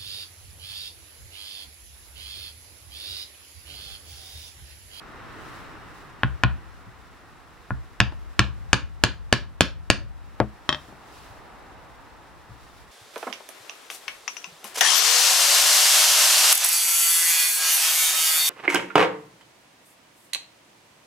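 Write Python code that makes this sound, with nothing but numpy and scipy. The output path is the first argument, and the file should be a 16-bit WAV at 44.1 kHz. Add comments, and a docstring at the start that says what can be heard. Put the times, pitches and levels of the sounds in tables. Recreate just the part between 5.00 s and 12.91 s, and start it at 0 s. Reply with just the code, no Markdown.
"""Traffic passes far outside a small workshop and fingers slide on leather; then a mallet drives a steel chisel.
Three easy taps lead to seven hard blows, and the blows brighten as the tines go through the leather.
Each blow is a sum of decaying modes behind a contact low-pass; it shakes the bench and can overload the microphone.
The mallet is put down with a thud and clinks against a steel tool, both again modal; a short room tail follows.
Traffic, friction and rumble are shaped noises whose powers add."""
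import sys
import numpy as np
from scipy import signal
from scipy.fft import rfft, irfft, next_fast_len
from scipy.io import wavfile

SR = 44100
rng = np.random.default_rng(int(sys.argv[2]) if len(sys.argv) > 2 else 0)


def dump(signal):
    """Clip the signal to [-1, 1] and save it as 16-bit WAV at the path in sys.argv[1]."""
    limited = np.clip(np.atleast_2d(signal).T, -1, 1)
    pcm = np.round(limited * 32767).astype(np.int16)
    wavfile.write(sys.argv[1], SR, pcm)


N = 348953
BAND_EDGES_HZ = 22 * 2 ** np.arange(0, 10, .5)   # half octaves


def from_db(db):
    """Level definition: decibels become an amplitude gain."""
    return 10 ** (np.asarray(db) / 20)


def rms_one(x):
    """Normalisation: scale a signal to unit rms."""
    return x / np.sqrt(np.mean(x ** 2) + 1e-20)


def at_hz(points, hz):
    """Spectral interpolation: read a curve linearly along a log-frequency axis."""
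    table = np.array(points)
    return np.interp(np.log(hz), np.log(table[:, 0]), table[:, 1])


def low_pass(x, hz, order=2):
    """Causal Butterworth low-pass: attenuate what lies above a corner frequency."""
    return signal.sosfilt(signal.butter(order, min(hz, .45 * SR), fs=SR, output="sos"), x)


def delayed(x, samples):
    """Linear phase: a phase slope delays by a fractional number of samples and keeps the treble."""
    size = next_fast_len(len(x) + SR // 10)
    phase = -2j * np.pi * np.arange(size // 2 + 1) * samples / size
    return irfft(rfft(x, size) * np.exp(phase), size)[:len(x)]


def add(track, s, sound):
    """Superposition: mix a sound into a track at time s in seconds."""
    start = round(s * SR)
    track[..., start:start + sound.shape[-1]] += sound[..., :N - start]


def drift(rate):
    """Random modulation: straight lines join normal random knots, `rate` of them per second."""
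    knots = rng.standard_normal(int(N / SR * rate) + 2)
    return np.interp(np.arange(N) / SR * rate, np.arange(len(knots)), knots)


def noise_bands(likeness, size):
    """Interchannel correlation: mix mid and side noise in each half octave, as (centre Hz, stereo band)."""
    white = rng.standard_normal((2, 2, size))
    for k, (low, high) in enumerate(zip(BAND_EDGES_HZ, BAND_EDGES_HZ[1:])):
        band_pass = signal.butter(2, [low, high], "band", fs=SR, output="sos")
        # neighbouring bands take different noises
        mid, side = signal.sosfilt(band_pass, white[k % 2])
        hz = np.sqrt(low * high)
        alike = np.clip(at_hz(likeness, hz), -1, 1)
        common = np.sqrt((1 + alike) / 2) * mid
        opposed = np.sqrt((1 - alike) / 2) * side * [[1], [-1]]
        yield hz, common + opposed


def burst(db, t60, low_hz, high_hz):
    """Exponential decay: a dying scrunch of many tiny contacts, as band noise one second long."""
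    t = np.arange(SR) / SR
    band = signal.butter(2, [low_hz, min(high_hz, .45 * SR)], "band", fs=SR, output="sos")
    grit = rms_one(signal.sosfilt(band, rng.standard_normal(len(t))))
    return from_db(db) * grit * np.exp(-np.minimum(np.log(1000) * t / t60, 40))


def strike(modes, contact_hz, scrunch, detune=0):
    """Modal synthesis: one contact starts every mode, and a soft contact spares the high ones."""
    t = np.arange(len(scrunch)) / SR
    sound = scrunch.copy()
    # loudness, and pitch if detune is set, vary from strike to strike
    variations = rng.standard_normal((len(modes), 2))
    for (hz, t60, db), (loud, sharp) in zip(modes, variations):
        life = t[:int(2 * t60 * SR)]
        # heavy, low modes take a moment to get going
        rise = 1 - np.exp(-life / .012 * (hz / 100) ** 2)
        decay = np.exp(-np.log(1000) * life / t60)
        tone = np.sin(2 * np.pi * hz * (1 + detune * sharp) * life)
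        sound[:len(life)] += from_db(db + loud / 2) * rise * decay * tone
    return low_pass(sound, contact_hz, order=3)


def at_depth(modes, depth):
    """Changing boundary condition: mode levels pass from cushioned to hard as the tines sink."""
    return [(hz, t60, soft_db + depth * (hard_db - soft_db)) for hz, t60, soft_db, hard_db in modes]


def contact_brightness(force_db, depth):
    """Contact duration: force and depth shorten the contact and raise the low-pass corner in Hz."""
    # a light tap on cushioned tines is dull
    octaves_per_force_db, octaves_when_through = 0.11, 0.69
    return 2400 * 2 ** (octaves_per_force_db * force_db + octaves_when_through * depth)


def knocks(events, modes, rattle_db, rattle_t60, low_hz, high_hz):
    """Repeated excitation: several contacts ring one object, each with a brief rattle."""
    out = np.zeros(N)
    for s, force_db, contact_hz in events:
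        rattle = burst(rattle_db, rattle_t60, low_hz, high_hz)
        add(out, s, from_db(force_db) * strike(modes, contact_hz, rattle))
    return out


def without_deep_bass(x):
    """High-pass filtering: remove the deep-bass excess of damped sines that start abruptly."""
    return signal.sosfilt(signal.butter(2, 51, "high", fs=SR, output="sos"), x)


# Colour of the reverberant tail. Each row: frequency in Hz, relative level in dB.
TAIL_COLOUR = [(180, -4), (400, -13), (800, -9), (1500, -8.5), (3000, -11.5), (4600, -9.5), (6000, -12.5),
               (8000, -12.5), (14000, -12.5)]
# Reverberation time of the workshop. Each row: frequency in Hz, t60 in seconds.
TAIL_T60 = [(180, 0.21), (600, 0.3), (1500, 0.24), (4000, 0.23), (8000, 0.21), (14000, 0.17)]
# Similarity of left and right in the tail. Each row: frequency in Hz, correlation from -1 to 1.
TAIL_LIKENESS = [(180, 0.71), (1000, 0.59), (2500, 0.67), (6000, 0.46), (14000, 0)]


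def workshop(x, pan_db, room_db):
    """Room impulse response: direct sound, then noise that decays band by band, denser at a wall echo."""
    t = np.arange(SR // 2) / SR
    response = 0
    for hz, band in noise_bands(TAIL_LIKENESS, len(t)):
        decay = np.log(1000) / at_hz(TAIL_T60, hz)
        if hz > TAIL_COLOUR[0][0]:   # the noise tail is left out below this; modes carry the lows
            equal_energy = np.sqrt(2 * decay / SR)
            response = response + band * from_db(at_hz(TAIL_COLOUR, hz)) * np.exp(-decay * t) * equal_energy
    # a cluster of echoes off the nearest wall, 10.5 ms late
    wall = 1 + 1.4 * np.exp(-((t - .0105) / .002) ** 2)
    response = response * wall * (1 - np.exp(-t / .004))
    # the left leads by 1.7 samples; pan_db is how much louder it is than the right
    left, right = x * from_db(pan_db / 2), delayed(x, 1.7) * from_db(-pan_db / 2)
    tail = signal.oaconvolve(x[None], response, axes=1)[:, :len(x)]
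    return np.array([left, right]) + from_db(room_db) * tail


# Vehicles passing outside.
# Each row: nearest point in seconds, roar in dB, tyre hum in dB, time to fade by 3 dB in seconds.
VEHICLES = [(.45, -41, -51.5, 0.37), (6.5, -50, -50, 0.53)]
# Spectrum of the roar. Each row: frequency in Hz, relative density in dB per Hz.
ROAR_SPECTRUM = [(30, 7), (70, -3), (135, 3.5), (200, -6.5), (320, -0.5), (520, -9.5), (900, -7.5),
                 (1300, -0.5), (1800, -7.5), (2600, -15.5), (4000, -23), (8000, -36.5), (15000, -42)]
# Spectrum of the tyre hum. Each row: frequency in Hz, relative density in dB per Hz.
TYRE_SPECTRUM = [(150, -13.5), (300, -0.5), (520, 1), (850, 7.5), (1200, -5.5), (2000, -28.5),
                 (15000, -59.5)]


def traffic():
    """Inverse-square law: each vehicle drives a straight line, its power falling with distance squared."""
    t = np.arange(N) / SR
    # the steady traffic behind the vehicles
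    roar, tyres = from_db(-52) ** 2, from_db(-59.5) ** 2
    for s, roar_db, tyres_db, fade_s in VEHICLES:
        nearness = 1 / (1 + ((t - s) / fade_s) ** 2)
        roar = roar + from_db(roar_db) ** 2 * nearness
        tyres = tyres + from_db(tyres_db) ** 2 * nearness
    return [(ROAR_SPECTRUM, 10 * np.log10(roar)), (TYRE_SPECTRUM, 10 * np.log10(tyres))]


# Low background rumble. Each row: frequency in Hz, relative density in dB per Hz.
RUMBLE_SPECTRUM = [(28, -13), (45, 4), (72, 0.5), (110, -12.5), (200, -13), (1000, -56), (15000, -71.5)]


def rumble():
    """Stationary noise with slow modulation: a low rumble wanders in level."""
    return [(RUMBLE_SPECTRUM, -54 + drift(1.6))]


# Fingers shifting the leather.
# Each row: fastest moment in seconds, friction in dB, time to swell or fade (to 1/e in power) in seconds.
FINGER_SLIDES = [(.51, -56.5, 0.15), (.98, -58.5, 0.065), (5.82, -58, 0.11), (6.21, -53.5, 0.12),
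                 (7.74, -58, 0.19)]
# Spectrum of skin on leather. Each row: frequency in Hz, relative density in dB per Hz.
FRICTION_SPECTRUM = [(500, -39.5), (2000, -2.5), (3800, -1), (6000, -6), (10000, -10), (15000, -16)]


def fingers():
    """Friction noise: each slide of skin on leather speeds up and slows down, gripping unevenly."""
    t = np.arange(N) / SR
    holding_db = -62   # faint rustle of the hands between slides
    grip_flicker_db, grip_flickers_per_s = 1.1, 59
    slides = sum(from_db(db) ** 2 * np.exp(-((t - s) / swell_s) ** 2) for s, db, swell_s in FINGER_SLIDES)
    friction_db = 10 * np.log10(from_db(holding_db) ** 2 + slides)
    return [(FRICTION_SPECTRUM, friction_db + grip_flicker_db * drift(grip_flickers_per_s))]


# Similarity of left and right in the background. Each row: frequency in Hz, correlation from -1 to 1.
BACKGROUND_LIKENESS = [(60, -0.205), (130, 0.17), (290, 0.603), (640, 0.58), (1410, 0.55), (3100, 0.55),
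                       (6820, 0.04), (15000, 0.017)]


def surroundings():
    """Addition of powers: traffic, rumble and friction, as (spectrum, rms dB in time), sum in every band."""
    layers = traffic() + rumble() + fingers()
    centres = np.sqrt(BAND_EDGES_HZ[1:] * BAND_EDGES_HZ[:-1])
    shares = np.array([from_db(at_hz(spectrum, centres)) ** 2 for spectrum, db in layers])
    # each spectrum is scaled to unit total power
    totals = shares @ np.diff(BAND_EDGES_HZ) * 2 / SR
    shares = shares / totals[:, None]
    powers = np.array([from_db(db) ** 2 for spectrum, db in layers])
    bands = noise_bands(BACKGROUND_LIKENESS, N)
    return sum(np.sqrt(share @ powers) * band for share, (hz, band) in zip(shares.T, bands))


# Mallet on chisel. Each row: start in seconds, relative force in dB, depth of the tines from 0 to 1.
MALLET_BLOWS = [(1.2336, 0.5, 0.21), (1.436, 4, 0.22), (2.7064, -7, 0), (3.0026, 7, 0.56),
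                (3.3928, 9.5, 0.54), (3.7306, 10, 0.81), (4.0375, 9.5, 0.87), (4.3265, 9.5, 0.95),
                (4.6076, 11, 0.96), (4.9012, 10, 0.99)]
# Modes of chisel, block and bench. Each row: frequency in Hz, t60 in seconds,
# level in dB with the tines cushioned in leather, level in dB with the tines through.
CHISEL_MODES = [(66.7, 0.29, -12.5, -34.5), (115.7, 0.1, -11, -19), (125.6, 0.22, -16, -32),
                (192.8, 0.12, -17.5, -27), (250, 0.062, -16.5, -26.5), (309, 0.044, -19, -19),
                (362.6, 0.084, -32, -26), (444, 0.016, -38, -9), (579, .016, -43, -6.5),
                (711, 0.037, -42.5, -24.5), (1127, 0.032, -18.5, -22), (1407, 0.044, -15, -30),
                (1700, 0.01, -3.5, -5), (2470, 0.0077, -8.5, -6), (2910, 0.0049, -10.5, 2),
                (3435, 0.0052, -15.5, -5.5), (4275, 0.0026, -30, 1), (6300, .004, -51.5, -20),
                (10040, 0.0017, -50, -11.5)]


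def chisel():
    """Impact excitation: blows ring chisel, block and bench; deeper tines crunch louder and brighter."""
    out = np.zeros((2, N))
    for s, force_db, depth in MALLET_BLOWS:
        crunch = burst(db=-17.5 + 5.6 * depth, t60=0.021, low_hz=770, high_hz=2800 + 8500 * depth)
        # the bench top trembles on between blows
        tremble = burst(db=-45, t60=0.99, low_hz=50, high_hz=143)
        modes, contact_hz = at_depth(CHISEL_MODES, depth), contact_brightness(force_db, depth)
        blow = strike(modes, contact_hz, crunch + tremble, detune=.03)
        # each blow gets a fresh noise tail, so no random colour repeats
        add(out, s, workshop(-from_db(force_db) * without_deep_bass(blow), pan_db=2.0, room_db=-1.5))
    return out


# The bench rocking the microphone sideways. Each row: frequency in Hz, t60 in seconds,
# level in dB with the tines cushioned, level in dB with the tines through.
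ROCKING_MODES = [(47, 1.2, -35, -32.5), (65, .27, -2.5, -25), (74, .2, -2.5, -21), (205, .15, -28, -29),
                 (250, .12, -34, -29), (330, .15, -36, -32)]


def sway():
    """Structure-borne vibration: the bench takes a moment to rock, then shudders; left opposes right."""
    out = np.zeros(N)
    # a thud rocks the bench less than a blow of the same force
    jolts = list(MALLET_BLOWS) + [(s, force_db - 12.5, 0) for s, force_db, contact_hz in BENCH_THUDS]
    for s, force_db, depth in jolts:
        shudder = low_pass(burst(db=-35, t60=1.1, low_hz=42, high_hz=85), 90, order=4)
        swing = strike(at_depth(ROCKING_MODES, depth), contact_brightness(force_db, depth), shudder)
        build_up = 1 - np.exp(-np.arange(len(swing)) / SR / .032)
        add(out, s, from_db(force_db) * swing * build_up)
    pan_db = 3.5   # left over right
    return np.array([out * from_db(pan_db / 2), -out * from_db(-pan_db / 2)])


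# Mallet head laid on the bench, and hands bumping it.
# Each row: start in seconds, relative force in dB, contact brightness in Hz.
BENCH_THUDS = [(1.868, -20.5, 117), (3.123, -30.5, 3200), (5.4019, -3, 2760), (5.885, -31.5, 490),
               (5.925, -33.5, 1100), (6.30, -22.5, 109), (7.495, -18.5, 115.6)]
# Modes of the bench top. Each row: frequency in Hz, t60 in seconds, level in dB.
BENCH_TOP_MODES = [(65.8, 0.31, -20.5), (121.3, 0.17, -14), (209.7, 0.22, -18.5), (318, 0.18, -21.5),
                   (403, .012, 0), (627, 0.12, -19.5), (900, .012, -4), (1550, 0.0034, 0.5),
                   (2220, 0.004, -12.5), (4830, 0.00071, 10)]


def bench():
    """Plate modes: the mallet head and the hands ring the bench top, to the left."""
    thuds = knocks(BENCH_THUDS, BENCH_TOP_MODES, rattle_db=-14.5, rattle_t60=0.12, low_hz=136.6, high_hz=830)
    return workshop(without_deep_bass(thuds), pan_db=6.0, room_db=-14.5)


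# Steel tool knocked and bouncing.
# Each row: start in seconds, relative force in dB, contact brightness in Hz.
STEEL_CLINKS = [(5.6914, 1, 6400), (5.7270, -7.5, 6000), (5.7465, -12.5, 5000)]
# Modes of the steel tool on the bench. Each row: frequency in Hz, t60 in seconds, level in dB.
STEEL_TOOL_MODES = [(76.2, 0.52, -40), (140.6, 0.185, -32), (351, 0.014, -13.5), (607, 0.15, -29),
                    (890, 0.066, -63), (1116, 0.18, -30.5), (1274, 0.016, -15), (1800, 0.0046, -4),
                    (2610, 0.022, -21.5), (3200, 0.0044, -21), (3190, 0.038, -12.5), (3540, 0.011, -11.5),
                    (5480, 0.045, -24), (8350, .06, -40)]


def steel_tool():
    """Bouncing contact: each knock rings the modes of the steel tool on the bench, to the left."""
    clinks = knocks(STEEL_CLINKS, STEEL_TOOL_MODES, rattle_db=-18, rattle_t60=0.02, low_hz=930, high_hz=5550)
    return workshop(without_deep_bass(clinks), pan_db=6.0, room_db=0)


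def scene():
    """Superposition: the chisel lies slightly left of centre; the thuds and clinks lie further left."""
    return surroundings() + chisel() + sway() + bench() + steel_tool()


def gain_control(x, threshold_db, share, recovery_db_per_s, attack_s):
    """Dynamic compression: peaks turn the gain down, too late for the crack itself; it then creeps back."""
    peak_db = 20 * np.log10(np.abs(x).max(axis=0) + 1e-9)
    cut_db = share * np.maximum(peak_db - threshold_db, 0)
    # hold the largest cut while it recovers along a straight line in dB
    ramp = recovery_db_per_s * np.arange(N) / SR
    held_db = np.maximum.accumulate(cut_db + ramp) - ramp
    pole = np.exp(-1 / (attack_s * SR))
    return x * from_db(-signal.lfilter([1 - pole], [1, -pole], held_db))


def record(dry):
    """Microphone chain: bass roll-off, gain control, flat-topped saturation and a steep top cut."""
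    heard = signal.sosfilt(signal.butter(2, 30, "high", fs=SR, output="sos"), dry)
    level = gain_control(heard, threshold_db=8, share=0.54, recovery_db_per_s=14.0, attack_s=0.0028)
    clipped = level / (1 + level ** 8) ** (1 / 8)
    top_cut = signal.ellip(10, .1, 70, 16000, fs=SR, output="sos")
    return signal.sosfilt(top_cut, .93 * clipped)


dry = scene()
out = record(dry)
dump(out)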